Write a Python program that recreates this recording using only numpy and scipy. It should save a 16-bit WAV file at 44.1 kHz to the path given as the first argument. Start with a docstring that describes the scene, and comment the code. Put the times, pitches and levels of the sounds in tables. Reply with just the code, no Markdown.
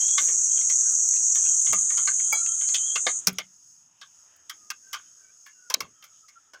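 """Two close cicadas buzz from the first moment; one buzz falls away at about 1.7 s and the other at about 3.2
s, where the whole background drops too, while twigs snap in a small fire. The buzz is rows of filtered clicks
with rasping noise; each snap is a burst of noise ringing wood resonances. Faint whistles are gliding tones, a
pot clinks and thumps as decaying sines, and turf thuds are low noise bumps. Cloth and grass rustle as grainy
hiss. Behind them lie a fluttering flame and a far insect chorus, both shaped noise. It is a hillside meadow
heard by a single microphone."""
import sys
import numpy as np
from scipy import signal
from scipy.fft import rfft, irfft
from scipy.io import wavfile
from scipy.ndimage import uniform_filter1d

SR = 44100
rng = np.random.default_rng(int(sys.argv[2]) if len(sys.argv) > 2 else 0)


def to_wav(s):
    """Save 16-bit WAV."""
    ch = np.atleast_2d(s).T  # columns
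    pcm = np.round(np.clip(ch, -1, 1) * 32767)  # PCM
    wavfile.write(sys.argv[1], SR, pcm.astype(np.int16))


N = 291060  # length in samples, 6.6 s


def undb(db):
    """Turns decibels into a gain."""
    return 10 ** (np.asarray(db) / 20)


def unit(x):
    """Scales a sound to an rms of 1."""
    return x / np.sqrt(np.mean(x ** 2))


def decay(t, t60_s):
    """A fading sound: it drops 60 dB in t60_s seconds."""
    return np.exp(-np.log(1000) * t / t60_s)


def level_curve(rows):
    """Joins (time_s, level_db) points with straight lines, giving a level for every sample."""
    time_s, level_db = np.transpose(rows)
    return np.interp(np.arange(N) / SR, time_s, level_db)


def colour(x, points):
    """Filters x through (pitch_hz, gain_db) points; folding the cepstrum makes the filter causal."""
    hz, db = np.transpose(points)
    log_hz = np.log(np.maximum(np.arange(2049) * SR / 4096, 1))
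    log_gain = np.interp(log_hz, np.log(hz), db) * np.log(10) / 20
    cepstrum = irfft(log_gain)
    cepstrum[1:2048] *= 2
    cepstrum[2049:] = 0
    response = irfft(np.exp(rfft(cepstrum)))
    return signal.fftconvolve(x, response)[:len(x)]


def band(x, hz, width_hz):
    """One resonance, with a gain of 1 at its centre."""
    return signal.lfilter(*signal.iirpeak(hz, hz / width_hz, SR), x)


def steep(x, hz, width_hz):
    """The same resonance applied twice, for steeper sides."""
    return band(band(x, hz, width_hz), hz, width_hz)


def walk(rate, size=N):
    """A smooth random wander: random values held for 1 / rate seconds, then averaged twice."""
    hold = int(SR / rate)
    steps = np.repeat(rng.standard_normal(size // hold + 1), hold)
    return uniform_filter1d(uniform_filter1d(steps, hold), hold)[:size]


def add(out, start_s, x):
    """Mixes x into out from start_s on."""
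    i = int(start_s * SR)
    out[i:i + len(x)] += x[:N - i]


# Tone of the click-making plates (tymbals), one list per cicada: pitch_hz, gain_db
TYMBAL_TONES = [
    [(3500, -76.5), (4500, -44), (5100, -27), (5650, -20.5), (5800, -0.5), (6100, -4.5), (6400, 3.5),
     (6850, 0.5), (7500, -5.5), (8500, -16.5), (9400, -38.5), (10500, -35), (10800, -61.5)],
    [(3500, -70.5), (4500, -49), (5200, -30.5), (5900, -18.5), (6250, -1), (6750, 1.5), (7500, -7.5),
     (8700, -14.5), (9400, -27), (10500, -30), (10800, -61.5)],
]
# Loudness of the buzz over time, one list per cicada: time_s, level_db
BUZZ_LEVELS = [
    [(0, -22.5), (1.2, -22), (1.6, -22.5), (1.72, -29.5), (1.8, -57), (1.85, -130)],
    [(0, -26), (1.3, -26), (1.6, -21.5), (1.9, -21), (2.3, -24), (2.7, -25), (3.1, -28), (3.19, -30),
     (3.215, -40), (3.26, -48.5), (3.32, -74), (3.4, -130)],
]
# Smooth treble hiss riding on the buzz: pitch_hz, gain_db
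SHEEN_TONE = [(9000, -29.5), (10800, -6), (14000, -8), (15300, 4), (15900, -36.5)]
STEADY_CLICKS_PER_S = (473, 509)  # one rate per cicada
QUICKEN_FROM_S, QUICKEN_PER_S2 = 1.72, 48  # from this time, clicks per second gained each second
THROB_PER_S, THROB_DB = 37, 1
RIBS = 4  # clicks in one buckling of the tymbal


def cicada(steady_rate, levels, tymbal, sheen_db=-42.5):
    """Tymbal ribs click regularly one after another, each with a rasp of noise; leaves return scattered echoes."""
    scatter_db, rib_s, jitter_s = 1.5, 6e-5, 2.4e-5
    rasp, rasp_share, leaves_db = .4, .15, -8.  # rasp gain, its fade as a share of a click period, echo level
    now = np.arange(N) / SR
    rate = steady_rate + QUICKEN_PER_S2 * np.maximum(now - QUICKEN_FROM_S, 0)
    db = level_curve(levels) + THROB_DB * np.sin(2 * np.pi * THROB_PER_S * now)

    # a click falls wherever the running count passes a whole number
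    turns = np.cumsum(rate) / SR
    at = np.flatnonzero(np.diff(np.floor(turns)))
    chance = rng.standard_normal((5000, 2))[:len(at)]
    size = undb(scatter_db * chance[:, 0])
    # each rib has its own small lead or lag, the same at every buckling, plus a little jitter
    rib_lag = rib_s * np.resize(rng.standard_normal(RIBS), len(at))
    lag = rib_lag + jitter_s * chance[:, 1]
    clicks = np.zeros(N)
    clicks[np.clip(at + np.round(lag * SR).astype(int), 0, N - 1)] = size

    latest_click = np.clip(turns.astype(int) - 1, 0, len(at) - 1)
    puff = np.exp(-(turns % 1) / rasp_share) * size[latest_click]
    drive = unit(clicks) + rasp * unit(puff * rng.standard_normal(N))

    t = np.arange(SR // 25) / SR
    leaves = rng.standard_normal(len(t)) * np.exp(-t / .012)
    echoes = unit(signal.fftconvolve(drive, leaves)[:N])
    drive = drive + undb(leaves_db) * echoes

    sheen_gain = undb(sheen_db + 1.4 * walk(25))
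    sheen = sheen_gain * unit(colour(rng.standard_normal(N), SHEEN_TONE))
    return (unit(colour(drive, tymbal)) + sheen) * undb(db + 0.73 * walk(9.8))


# Snapping twigs: start_s, level_db, own_ring_hz, wood_tilt_db_per_octave, t60_s,
# thud_db, crack_db, spit_db (the last three are relative to level_db)
TWIG_SNAPS = [(0.081, -33, 3400, 10, 0.165, -29.0, -15.0, -21.0),
              (0.179, -13.5, 3520, -2.5, 0.098, -31, -7, -29),
              (0.282, -32, 1860, 2, 0.165, -16, -11.0, -25), (0.573, -33, 3140, 7, 0.12, -21, -11, -26.0),
              (0.612, -38.5, 2220.0, 6, 0.085, -17, -15, -24.0),
              (0.695, -28.5, 2050, 4.5, 0.11, -26.5, 3.5, -14),
              (1.131, -39.5, 1950, 3, 0.09, -24.0, -7.0, -21.0),
              (1.162, -38.5, 2650, 14, 0.11, -22, -13, -22.0), (1.353, -32, 1770, 6, 0.13, -25, -4.0, -5),
              (1.452, -36.5, 2610.0, 6, 0.165, -35, -12.0, -24.0),
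              (1.664, -28.5, 2960, 5.5, 0.22, -29, -14.5, -23.5),
              (1.728, -19.5, 1210.0, 2.5, 0.11, -9, -5, -11), (1.902, -30, 1890, 1, 0.15, -22, -5, -28.5),
              (1.973, -26.5, 1350.0, 1, 0.15, -21, -1, -21),
              (2.073, -21.5, 4230, -3.5, 0.11, -23.5, -7, -29),
              (2.197, -33.5, 2200.0, 6.5, 0.079, -33, -15.0, -31.0),
              (2.326, -24, 1306, -16, 0.14, -11.5, -18, -0.5), (2.461, -32.5, 2750, 6, 0.061, -35, -4, -21),
              (2.609, -33.5, 3100, -1, 0.18, -21, -16, -20), (2.686, -28.5, 4300, 3, 0.17, -32, -3, -20),
              (2.743, -16.5, 3190, 9.0, 0.12, -25, -2, -20),
              (2.956, -15.5, 2700, 1.5, 0.085, -19.5, -7, -26),
              (3.066, -12, 3650, -1.5, 0.1, -8, -11, -40.5), (3.27, -18.5, 2410, -3, 0.1, -9.5, 11.5, 2),
              (3.384, -20, 3000, -0.3, 0.087, -15, 0, -13.5), (4.013, -34, 3480, -0.2, 0.11, -26, -5, -29),
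              (4.495, -29.5, 3120, -4, 0.11, -42, 1, -6), (4.702, -26, 2650, -5.3, 0.082, -28.5, 3.5, -8),
              (4.929, -24.5, 3080, -2, 0.14, -36, -2.5, -9), (4.941, -25, 1450, -6, 0.15, -29, -3, -21),
              (5.461, -37.0, 1740.0, -0.5, 0.13, -33.0, -13, -15),
              (5.699, -23.5, 1032, 2.5, 0.17, -14, 1, -10.5),
              (5.74, -11.3, 3930, 6.0, 0.027, -19.5, 1, -10), (5.804, -24, 1123, 1.7, 0.12, -10, 1.5, -8),
              (6.024, -40, 3100, 2, 0.091, -27.0, -8, -17.0),
              (6.039, -41.1, 1300, 1.2, 0.141, -21.0, -1, -5.5),
              (6.283, -47, 2150, -1, 0.14, -31.0, 3.5, -14.0), (6.534, -39, 1530, 0.5, 0.15, -9, -3, -21)]
# Rings shared by all twigs, before tilt and scatter: pitch_hz, level_db
WOOD_RINGS = [(1200, -16), (1550, -14), (2150, -13), (2680, -14), (3200, -14.5), (4200, -20.5)]
TEAR_S = 0.0036  # fibres tear this long before the wood dies away
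OWN_RING_DB, RING_SCATTER_DB = -9, 2.5
PURE_DB_PER_DB = 0.18  # quieter twigs have less broad ringing, so they sound purer


def snaps(splinter_db=4.0, q=9.05, broad_db=-2.0, stray_db=0., bright_tail_db=-35.5, bright_t60_share=0.49,
          tail_db=-21.0, tail_t60_s=0.14, rise_s=0.00098, break_db=-3.0, break_s=0.0016):
    """Fibres tear in a ragged burst that rings the wood; treble dies first, the ground returns a soft tail."""
    out, t = np.zeros(N), np.arange(SR // 7) / SR
    hzs, wood_db = np.transpose(WOOD_RINGS)
    for s, db, own_hz, tilt_db, t60, thud_db, crack_db, spit_db in TWIG_SNAPS:
        noise = rng.standard_normal((5, len(t)))
        # ragged loudness in 40-sample steps
        ragged = np.repeat(rng.uniform(-1.7, 1.7, len(t) // 40 + 1), 40)[:len(t)]
        splinters = undb(splinter_db * ragged)
        splinters[:60] = undb(splinter_db)  # the first fibres part cleanly

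        fall = (1 - np.exp(-t / rise_s)) * decay(np.maximum(t - TEAR_S, 0), max(t60, .02))
        # an extra burst at the break, stronger in louder twigs
        fall *= 1 + undb(break_db + (db + 24) / 6.1) * np.exp(-t / break_s)
        tail = undb(tail_db) * decay(t, tail_t60_s)
        slow = splinters * (fall + tail)
        quick = splinters * fall ** (1 / bright_t60_share) + tail * undb(bright_tail_db - tail_db)

        scatter = RING_SCATTER_DB * rng.standard_normal(len(hzs))
        ring_db = wood_db + tilt_db * np.log2(hzs / own_hz) + scatter
        rings = [*zip(hzs, ring_db), (own_hz, OWN_RING_DB)]
        # every part is a (sound, level_db) pair
        parts = [(steep(noise[0] * slow, hz, hz / q), g) for hz, g in rings]
        broad_gain_db = broad_db + PURE_DB_PER_DB * (db + 18)
        parts += [(steep(noise[0] * slow, hz, hz / 2.7), g + broad_gain_db) for hz, g in rings[::2]]
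        # three extra rings at random pitches roughen the woody tone
        strays = np.exp(rng.uniform(np.log(hzs[0] * .85), np.log(5200), 3))
        parts += [(steep(noise[4] * slow, hz, hz / q), np.interp(hz, hzs, ring_db) + stray_db)
                  for hz in strays]
        parts += [(steep(noise[1] * slow, 600, 590), thud_db),
                  (steep(noise[2] * quick, 5580, 2100), crack_db),
                  (steep(noise[3] * quick, 12800, 7000), spit_db)]
        # level each part by the strength of its first 1/70 s
        add(out, s, sum(undb(db + g) * x / (3 * np.std(x[:SR // 70])) for x, g in parts))
    return out


# Tiny bright sparks: start_s, level_db (gain on the filtered noise)
SPARKS = [(0.9194, -42), (1.0864, -37), (1.623, -40), (1.8188, -47), (3.3298, -41), (4.363, -52),
          (4.8794, -65)]


def ticks(hz=12500., width_hz=12000.0, t60_s=0.032):
    """Sparks too small to ring the wood give a brief spit of treble noise."""
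    out, t = np.zeros(N), np.arange(SR // 10) / SR
    for s, db in SPARKS:
        spit = steep(rng.standard_normal(len(t)), hz, width_hz) * decay(t, t60_s)
        add(out, s, undb(db) * spit)
    return out


# Faint whistles, perhaps sap in the twig ends or far birds (a row that ends before it starts is silent):
# start_s, loudest_s, end_s, first_pitch_hz, last_pitch_hz, top_level_db
WHISTLE_GLIDES = [(0, 0.025, 0.066, 3184, 3243, -44), (.05, 0.092, 0.14, 3250, 3320, -46),
                  (.11, 0.149, .18, 3310, 3360, -45.5), (.2, 0.324, 0.37, 540, 407.5, -56.5),
                  (.5, 0.587, 0.62, 3180, 3260, -49.5), (0.855, 0.877, 0.9, 1540, 1540, -56.5),
                  (.9, 1.042, 1.04, 3120, 3200, -60), (1.4, 1.497, 1.75, 3220, 3120, -53),
                  (1.65, 1.72, 2.03, 3190, 3250, -51.5), (1.956, 2.002, 2.26, 3050, 3190, -54),
                  (2.172, 2.254, 2.36, 3150, 3320, -51.5), (2.377, 2.415, 2.7, 1363, 1330, -46.5),
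                  (2.47, 2.477, 4.5, 3200, 3100, -53.5), (2.598, 2.737, 2.7, 3120, 3080, -47),
                  (2.79, 2.847, 2.88, 3070, 3290, -44.5), (2.87, 2.926, 2.96, 3200, 3270, -42),
                  (4.08, 4.11, 3.96, 2520, 2550, -72.5), (4.552, 4.643, 5.6, 1230, 1310, -67.5),
                  (4.82, 4.923, 5.2, 1555, 1515, -59), (5.05, 5.07, 5.8, 3110, 3140, -72.5),
                  (5.17, 5.244, 5.4, 1570, 1500, -67), (5.224, 5.27, 5.32, 2310, 2335, -73),
                  (5.49, 5.52, 6, 2785, 2785, -71), (5.54, 5.648, 5.75, 1515, 1423, -61),
                  (5.936, 6.016, 6.03, 1300, 1287, -67), (5.94, 5.995, 6.02, 3150, 3150, -74),
                  (6.101, 6.13, 6.2, 1300, 1280, -75.5), (6.21, 6.245, 6.27, 1303, 1280, -64),
                  (6.355, 6.373, 6.4, 1395, 1330, -55), (6.424, 6.495, 6.52, 1340, 1290, -73)]
SWELL_DB_PER_S, FADE_DB_PER_S = 132, 122
WOBBLE_SHARE, FLICKER_DB = .022, 4.5  # random tremble: share of the pitch, and of the level


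def whistles():
    """Thin breathy tones glide, swell and fade; random trembling of pitch and level makes the breath."""
    out, wobble, flicker = np.zeros(N), walk(400), walk(120)
    for start, loudest, end, first_hz, last_hz, top_db in WHISTLE_GLIDES:
        span = np.arange(max(int(start * SR), 0), int(end * SR))
        t = span / SR
        glide_hz = np.interp(t, [start, end], [first_hz, last_hz])
        hz = glide_hz * (1 + WOBBLE_SHARE * wobble[span])
        db = top_db - np.maximum(SWELL_DB_PER_S * (loudest - t), FADE_DB_PER_S * (t - loudest))
        gate = np.clip(np.minimum(t - start, end - t) / 0.0066, 0, 1)  # soft ends
        tone = np.sqrt(2) * np.sin(2 * np.pi * np.cumsum(hz) / SR)
        out[span] += gate * tone * undb(db + FLICKER_DB * flicker[span])
    return out


# Ringing tones of the clinking pot: pitch_hz, level_db, t60_s
POT_TONES = [(700, -10, .15), (867, -6, .1), (1351, -14, .3), (2272, 0, .2), (3311, -6, .2),
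             (4090, -15, .3), (4888, -3, .2)]
# When the pot clinks: start_s, level_db
POT_CLINKS = [(2.325, -27), (3.273, -46)]
# Ringing tones of the pot bottom: pitch_hz, level_db, t60_s
BOTTOM_TONES = [(186.6, 1.5, 0.31), (254, -1, 0.15), (395, -4, 0.19)]
# When the pot bottom thumps: start_s, level_db
POT_THUMPS = [(1.73, -44), (3.274, -32.5)]


def knocks(blows, modes, contact_s, rough_db):
    """Each blow rings the same tones, each wavering randomly in level as it fades; a soft contact swells slowly."""
    out, t = np.zeros(N), np.arange(SR // 2) / SR
    for s, db in blows:
        ring = 0
        for hz, g, t60 in modes:
            wavering = undb(g + rough_db * walk(45, size=len(t)))
            ring = ring + wavering * decay(t, t60) * np.sin(2 * np.pi * hz * t)
        add(out, s, undb(db) * ring * (1 - np.exp(-t / contact_s)))
    return out


# Knees and feet on turf: start_s, level_db, pitch_hz (centre of the noise), t60_s
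TURF_THUDS = [(.2, -47.5, 506, 0.26), (.29, -51.5, 380, 0.29), (1.691, -44, 109, 0.3),
              (1.73, -56, 130, 0.14), (3.275, -43.5, 120, 0.36), (5.759, -49, 300, 0.36),
              (5.81, -48.5, 118, 0.26), (5.87, -55.5, 250, 0.12)]


def thuds(swell_s=0.01):
    """Dull, pitchless bumps through the turf, made of broad low noise that swells and dies."""
    out, t = np.zeros(N), np.arange(SR // 3) / SR
    for s, db, hz, t60 in TURF_THUDS:
        rumble = unit(steep(rng.standard_normal(len(t)), hz, hz))
        add(out, s, undb(db) * rumble * (1 - np.exp(-t / swell_s)) * decay(t, t60))
    return out


# Tone of brushed cloth and grass: pitch_hz, gain_db
CLOTH_TONE = [(300, -29.5), (1000, -6.5), (2500, -6), (4000, -5.5), (10000, -6), (14000, -12.5),
              (15400, -3), (16000, -41)]
# Quick brushing movements (a negative start is already under way): start_s, level_db
BRUSH_MOVES = [(-.09, -43), (.175, -44)]
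BRUSH_RISE_S, BRUSH_HOLD_S, BRUSH_T60_S = 0.034, .03, 0.44


def rustle():
    """Cloth and grass brushed by quick movements make a grainy hiss that rises, holds and dies."""
    t = np.arange(N) / SR
    grains = rng.standard_normal(N) * undb(3.8 * walk(200))
    shape = np.zeros(N)
    for s, db in BRUSH_MOVES:
        rise = np.clip((t - s) / BRUSH_RISE_S, 0, 1) ** 2
        since_hold = np.maximum(t - s - BRUSH_RISE_S - BRUSH_HOLD_S, 0)
        shape += undb(db) * rise * decay(since_hold, BRUSH_T60_S)
    return unit(colour(grains, CLOTH_TONE)) * shape


# Tone of flame and breeze: pitch_hz, gain_db
FLAME_TONE = [(20, -55.5), (45, -24.5), (80, -7.5), (200, -9), (500, -14.5), (950, -13), (1390, -7),
              (2200, -19.5), (3110, -12), (3900, -22), (5000, -40.5), (7000, -49.5)]
# Loudness of flame and breeze over time: time_s, level_db
FLAME_LOUDNESS = [(0, -59.5), (1.87, -58.5), (2.7, -59.5), (3.29, -62.5), (3.51, -72), (4.4, -71),
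                  (4.82, -68.5), (5.86, -73), (6.6, -72.5)]


def flame(flutter_db=5.0, gust_db=1.5):
    """Low roar and airy hiss share a gust; each half octave also flutters alone, faster towards the top."""
    hiss, gust, out = colour(rng.standard_normal(N), FLAME_TONE), walk(3.9), 0
    for hz in 40 * 2 ** np.arange(0, 7.5, .5):
        flutter = walk(4 + hz / 250)
        out = out + band(hiss, hz, hz / 4) * undb(gust_db * gust + flutter_db * flutter)
    return unit(out) * undb(level_curve(FLAME_LOUDNESS))


# Tone of the far insect chorus: pitch_hz, gain_db
CHORUS_TONE = [(3000, -60), (4200, -36), (5200, -15), (6100, -15), (6300, -8), (6450, 0), (6650, -6),
               (6850, -5), (7400, -27), (7750, -16), (8400, -29), (10500, -29), (10800, -39), (14500, -38),
               (15300, -33), (15900, -65)]
# Loudness of the chorus over time, before its wavering: time_s, level_db
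CHORUS_LOUDNESS = [(3.3, -51.5), (3.5, -57.5), (4.3, -58), (4.9, -52), (5.2, -55), (5.68, -55.5),
                   (5.9, -61.5), (6.6, -59)]


def meadow():
    """Far insects blur into a wavering band of hiss."""
    hiss = unit(colour(rng.standard_normal(N), CHORUS_TONE))
    return hiss * undb(level_curve(CHORUS_LOUDNESS) + 2.5 * walk(12))


def scene():
    """All sources reach one microphone, copied to both channels."""
    cicadas = sum(cicada(*each) for each in zip(STEADY_CLICKS_PER_S, BUZZ_LEVELS, TYMBAL_TONES))
    fire = snaps() + ticks() + whistles() + flame()
    pot = knocks(POT_CLINKS, POT_TONES, 0.0024, 5.) + knocks(POT_THUMPS, BOTTOM_TONES, 0.0054, 5.1)
    return np.tile(cicadas + fire + pot + thuds() + rustle() + meadow(), (2, 1))


def record(dry):
    """A steep low-pass leaves nothing above about 16600 Hz."""
    low_pass = signal.ellip(10, .2, 70, 16600, fs=SR, output="sos")
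    return signal.sosfilt(low_pass, dry)


dry = scene()
out = record(dry)
to_wav(out)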